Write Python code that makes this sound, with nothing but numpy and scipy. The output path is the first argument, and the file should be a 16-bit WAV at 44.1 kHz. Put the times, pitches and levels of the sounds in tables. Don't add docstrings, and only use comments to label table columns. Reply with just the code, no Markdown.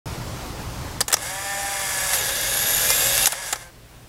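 import sys
import numpy as np
from scipy import signal
from scipy.io import wavfile
from scipy.ndimage import uniform_filter1d

SR = 44100
rng = np.random.default_rng(int(sys.argv[2]) if len(sys.argv) > 2 else 0)


def convert_level_to_amplitude(level_db):
    exponent = np.asarray(level_db, float) / 20
    return 10 ** exponent


def to_wav(sig):
    pcm = np.clip(np.atleast_2d(sig), -1, 1) * 32767
    pcm = np.round(pcm).astype(np.int16)
    wavfile.write(sys.argv[1], SR, pcm.T)


N = 180192
T = np.arange(N) / SR


def evened(x):
    return x / np.sqrt(np.mean(x ** 2) + 1e-20)


def read(points, hz):
    f, value = np.transpose(points)
    return np.interp(np.log(hz + 1), np.log(f + 1), value)


def humps(peaks, hz):
    return sum(convert_level_to_amplitude(db) ** 2 / (1 + (2 * (hz - f) / width) ** 2) for f, width, db in peaks)


def wander(span_s):
    width = max(int(span_s * SR), 1)
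    once = uniform_filter1d(rng.standard_normal(N), width)
    return evened(uniform_filter1d(once, width))


def curves(rows):
    s, *columns = np.transpose(rows)
    return [np.interp(T, s, c) for c in columns]


def split(x, hz):
    low = signal.sosfilt(signal.butter(1, min(hz, 15000), fs=SR, output="sos"), x)
    return low, x - low


def causal(gain, size=2048):
    log_gain = np.log(np.maximum(np.r_[gain, gain[-2:0:-1]], 1e-5))
    return np.fft.ifft(np.exp(np.conj(signal.hilbert(log_gain)))).real[:size]


def traffic():
    # f/Hz, level/dB
    far_early = [(15, -18), (30, -10), (42, -1), (75, 0.5), (126, -1.5), (230, -10), (290, -8),
                 (420, -13.5), (1080, -14.5), (1890, -22), (3790, -25), (5150, -24), (11900, -32.5),
                 (15700, -35.5)]
    # f/Hz, level/dB
    far_late = [(12, -51), (20, -23), (38, 2), (59, 0.5), (85, -15), (116, -0.5), (226, -14), (260, -10.5),
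                (325, -11.5), (5750, -24.5), (15700, -30)]
    # f/Hz, level re rumble/dB
    drones = [(51.5, -7.5), (118, -7)]
    # t/s, level/dB
    far_level = [(.06, -31.5), (.98, -33), (1.06, -42.5), (2.1, -41.5), (2.9, -37), (3.26, -38),
                 (3.3, -47.5), (4.09, -46.5)]

    frames, hz = N // 512 + 5, np.fft.rfftfreq(2048, 1 / SR)
    real, imag, patches = rng.standard_normal((frames, 1025, 3)).T
    patches = evened(uniform_filter1d(uniform_filter1d(patches, 14, 0), 6, 1))
    late = np.interp(np.arange(frames) * 512 / SR, [1.0, 3.5], [0, 1])
    colour_db = np.outer(read(far_early, hz), 1 - late) + np.outer(read(far_late, hz), late)
    gain = convert_level_to_amplitude(colour_db + patches)
    spectra = (real + 1j * imag) * gain / np.sqrt((gain ** 2).mean(0))
    x = evened(signal.istft(spectra, nperseg=2048, noverlap=1536)[1][:N])
    for drone_hz, db in drones:
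        phase = 2 * np.pi * np.cumsum(drone_hz * (1 + 0.0333 * wander(0.095))) / SR
        x = x + convert_level_to_amplitude(db + 1.7 * wander(0.035)) * np.sin(phase)
    return x * convert_level_to_amplitude(curves(far_level)[0])


def body(hz, load):
    # f/Hz, width/Hz, level running free/dB, level with the print gripped/dB
    housing = [(525, 62, -33, -4), (807, 39, -6.5, -1.5), (1681, 132, 4, 5.5), (2120, 97, 1, -4),
               (2783, 144, -4.5, 1), (3410, 174, -3, 1.5), (3710, 160, -4.5, 3), (4800, 530, -5.5, -1.5),
               (5750, 30, 5, 2.5), (6540, 360, -3.5, 0), (7210, 155, 1, 0.5), (8040, 350, 1, -8.5),
               (9050, 100, 0, -24), (9740, 115, 1.5, 3.5), (10230, 125, 4, -3), (11600, 240, -8, 2),
               (12800, 290, -22, -4.5)]
    # f/Hz, level/dB
    shell_colour = [(100, -31.5), (200, -33), (330, -23.5), (560, -4), (1380, -7), (2400, -11),
                    (3500, -9.5), (4100, -16.5), (4800, -7), (8800, -6), (11800, -4.5), (13600, -10),
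                    (13900, -26), (15700, -17)]

    modes = [(f, width, free_db + (loaded_db - free_db) * load) for f, width, free_db, loaded_db in housing]
    return np.sqrt(humps(modes, hz) * (hz > 200) + convert_level_to_amplitude(read(shell_colour, hz)) ** 2)


def clicks():
    # t/s, peak of the bright part/dB, ring f/Hz, t60/s, knock re bright peak/dB
    latches = [(1.0055, -3.5, 8060, 0.025, -9.5), (1.010, -5, 4800, 0.024, -14),
               (1.0801, -12.5, 7200, 0.031, -10), (1.097, -22, 9500, .017, -6),
               (1.102, -18, 8900, 0.02, -2.5), (1.1158, -18, 3000, 0.014, -4),
               (1.1255, -7.5, 7900, 0.031, -9.5), (1.1301, -5, 9400, .014, -7),
               (1.1391, -1.5, 5900, 0.018, -11), (1.1668, -17, 5670, 0.02, -4.5),
               (2.128, -9.5, 11500, 0.22, -13), (2.1315, -14.5, 3560, 0.031, -5.5),
               (2.29, -18, 9400, 0.017, -4.5), (2.411, -17, 8250, .014, -24),
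               (2.797, -15, 6000, 0.019, -10), (2.9022, -5.5, 5750, 0.021, -9),
               (3.177, -5.5, 8800, 0.018, -16), (3.257, -1.5, 6700, 0.017, -32),
               (3.268, -4.5, 10700, 0.009, -32), (3.2699, -3.5, 10900, .017, -13),
               (3.273, -7, 10500, 0.027, -11.5), (3.321, -12, 10200, 0.022, -22),
               (3.327, -25, 10100, 0.048, 6), (3.5258, -9.5, 7460, 0.029, -6),
               (3.5293, -13.5, 3030, 0.028, -7.5), (3.5563, -24.5, 5800, 0.031, -0.5)]
    # f/Hz, width/Hz, level/dB
    knock_rings = [(520, 120, -4), (805, 110, 1), (1300, 200, -5), (1800, 250, -1)]
    min_rise_s, rise_per_t60, knock_rise_s = 0.0004, 0.013, 0.00082

    out, t, hz = np.zeros(N + 16384), np.arange(8192) / SR, np.fft.rfftfreq(4096, 1 / SR)
    shell = body(hz, 0.58) ** 0.26
    low_cut = hz ** 2 / (hz ** 2 + 420 ** 2)
    hollow = causal(np.sqrt(humps(knock_rings, hz) + convert_level_to_amplitude(-9) ** 2) * low_cut / (1 + (hz / 2300) ** 2))
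    tilt = hz / (hz + 3000) / (1 + (hz / 13000) ** 4)
    noises = rng.standard_normal((len(latches), 2, 8192))
    for (s, db, ring_hz, t60_s, knock_db), noise in zip(latches, noises):
        fall_db = -60 * t / max(t60_s, 0.004)
        rise = (1 - np.exp(-t / (min_rise_s + rise_per_t60 * t60_s))) ** 2
        burst = noise[0] * rise * (convert_level_to_amplitude(fall_db) + convert_level_to_amplitude(-29 + 0.15 * fall_db))
        ring = np.sqrt(convert_level_to_amplitude(-9.5) ** 2 + humps([(ring_hz, 900, 0)], hz))
        top = signal.fftconvolve(burst, causal(shell * ring * tilt))
        thud = noise[1] * (1 - np.exp(-t / knock_rise_s)) * convert_level_to_amplitude(0.53 * fall_db)
        knock = signal.fftconvolve(thud, hollow)
        at = round(s * SR)
        both = top / abs(top).max() + convert_level_to_amplitude(knock_db) * knock / abs(knock).max()
        out[at:at + len(top)] += convert_level_to_amplitude(db) * both
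    return out[:N]


def motor():
    # t/s, turning rate/(turns/s)
    shaft = [(1.74, 199), (1.886, 192.6), (2.1, 188.5), (2.175, 181), (2.215, 149), (2.24, 140),
             (2.305, 134.5), (2.414, 151.3), (2.552, 160.5), (2.744, 165.8), (2.896, 172), (2.98, 178.8),
             (3.094, 182.3), (3.186, 191.5), (3.27, 195.7), (3.34, 168.6), (3.4, 190.8), (3.52, 174)]
    # t/s, level of the lower band/dB, level of the treble/dB
    gears = [(1.17, -37.5, -58), (1.228, -32.5, -34), (1.4, -33.5, -37.5), (2.0, -27, -29),
             (2.12, -26, -27.5), (2.17, -28, -30.5), (2.846, -27, -22), (3.249, -24.5, -21.5),
             (3.256, -34, -25), (3.285, -33, -32.5), (3.4, -34, -46), (3.47, -31.5, -36), (3.52, -34, -38),
             (3.55, -42, -47), (3.63, -42.5, -51), (3.72, -63, -78)]
    grip_s = (2.13, 2.2, 3.27, 3.3)
    hum_orders = (3, 4, 5, 6, 7, 8, 9, 10, 11, 12, 13, 16, 17, 25, 29, 33, 36)
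    hum_free_db = (-46.5, -46.5, -43.5, -46, -50, -52, -37.5, -47.5, -49, -46, -50.5, -58, -49, -49, -60,
                   -56, -52.5)
    hum_loaded_db = (-50.5, -48.5, -56, -50, -75, -61, -54, -59, -72, -46, -56, -59, -59, -65, -62, -68,
                     -72)
    mesh_shares = (.19, .25, 1, 1.125, 1.25, 3, 4, 5)
    mesh_levels_db = (-51.5, -53, -42.5, -52, -55, -44.5, -49, -53)
    # f/Hz, width/Hz, level/dB
    swells = [(542, 50, 8), (796.4, 21, 13), (2160, 114, 4), (7200, 700, 8), (9610, 260, 16),
              (11540, 550, 22)]
    # t/s, level/dB
    whine_level = [(1.18, -2), (1.22, -2.5), (1.32, -1), (2.3, -2), (2.46, -3.5), (2.9, 1.5), (3.245, 1.5),
                   (3.26, -18), (3.32, -19), (3.38, -5.5), (3.48, -10), (3.54, -17)]
    switch_s, spin_up_s = 1.125, 0.065
    lag_db_per_order = 4
    teeth_per_turn = 14
    bite_s, bite_length_s, bite_db = 2.17, 0.025, 3

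    lag = np.exp(-np.maximum(T - switch_s, 0) / spin_up_s)
    speed = curves(shaft)[0] * (1 - lag)
    load = np.interp(T, grip_s, [0, 1, 1, 0])
    turns = np.cumsum(speed * (1 + (0.0011 + 0.0016 * load) * wander(0.01))) / SR
    once_a_turn = np.cos(2 * np.pi * turns)
    begin_s, end_s = gears[0][0], gears[-1][0]
    running = np.interp(T, [begin_s, begin_s + 0.0098, end_s - 0.04, end_s], [0, 1, 1, 0])

    strikes = rng.standard_normal(N) * convert_level_to_amplitude(1.1 * wander(0.00093)) * (1 + 0.036 * once_a_turn)
    hz = np.fft.rfftfreq(4096, 1 / SR)
    free, gripped = (evened(signal.oaconvolve(strikes, causal(body(hz, grip)))[:N]) for grip in (0, 1))
    shaken = free + (gripped - free) * load
    low, high = split(shaken, 6140)
    low_db, treble_db = curves(gears)
    rattle = evened(low) * convert_level_to_amplitude(low_db) + evened(high) * convert_level_to_amplitude(treble_db)

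    lines = []  # (multiple of the turning rate, level/dB)
    for order, free_db, loaded_db in zip(hum_orders, hum_free_db, hum_loaded_db):
        lines.append((order, free_db + (loaded_db - free_db) * load - lag_db_per_order * order * lag))
    cry_db = bite_db * np.exp(-((T - bite_s) / bite_length_s) ** 2)
    mesh_db = cry_db - 40 * np.maximum(1 - 2 * load, 0)
    wobble_db = 3.1 * once_a_turn + 3.5 * wander(0.0025)
    for share, db in zip(mesh_shares, mesh_levels_db):
        lines.append((teeth_per_turn * share, db + mesh_db + wobble_db * (share > 2)))

    flutter_db = 2.2 + 1.4 * load
    whine = np.zeros(N)
    for order, db in lines:
        swell = np.sqrt(1 + humps(swells, order * speed))
        tone = np.sin(2 * np.pi * (order * turns + rng.random()))
        whine += convert_level_to_amplitude(db + flutter_db * wander(0.024)) * swell * tone
    return running * (rattle + np.sqrt(2) * convert_level_to_amplitude(curves(whine_level)[0]) * whine)


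def scene():
    return np.tile(traffic() + clicks() + motor(), (2, 1))


def top_cut(x):
    return signal.sosfilt(signal.butter(12, 16950, fs=SR, output="sos"), x)


def record(dry):
    start_s, edge_hz = 0.0575, 15820
    edge = signal.firwin(767, edge_hz, window=("kaiser", 9), fs=SR)
    mix = signal.oaconvolve(dry * (T > start_s), edge[None], "same")
    return top_cut(mix)


dry = scene()
out = record(dry)
to_wav(out)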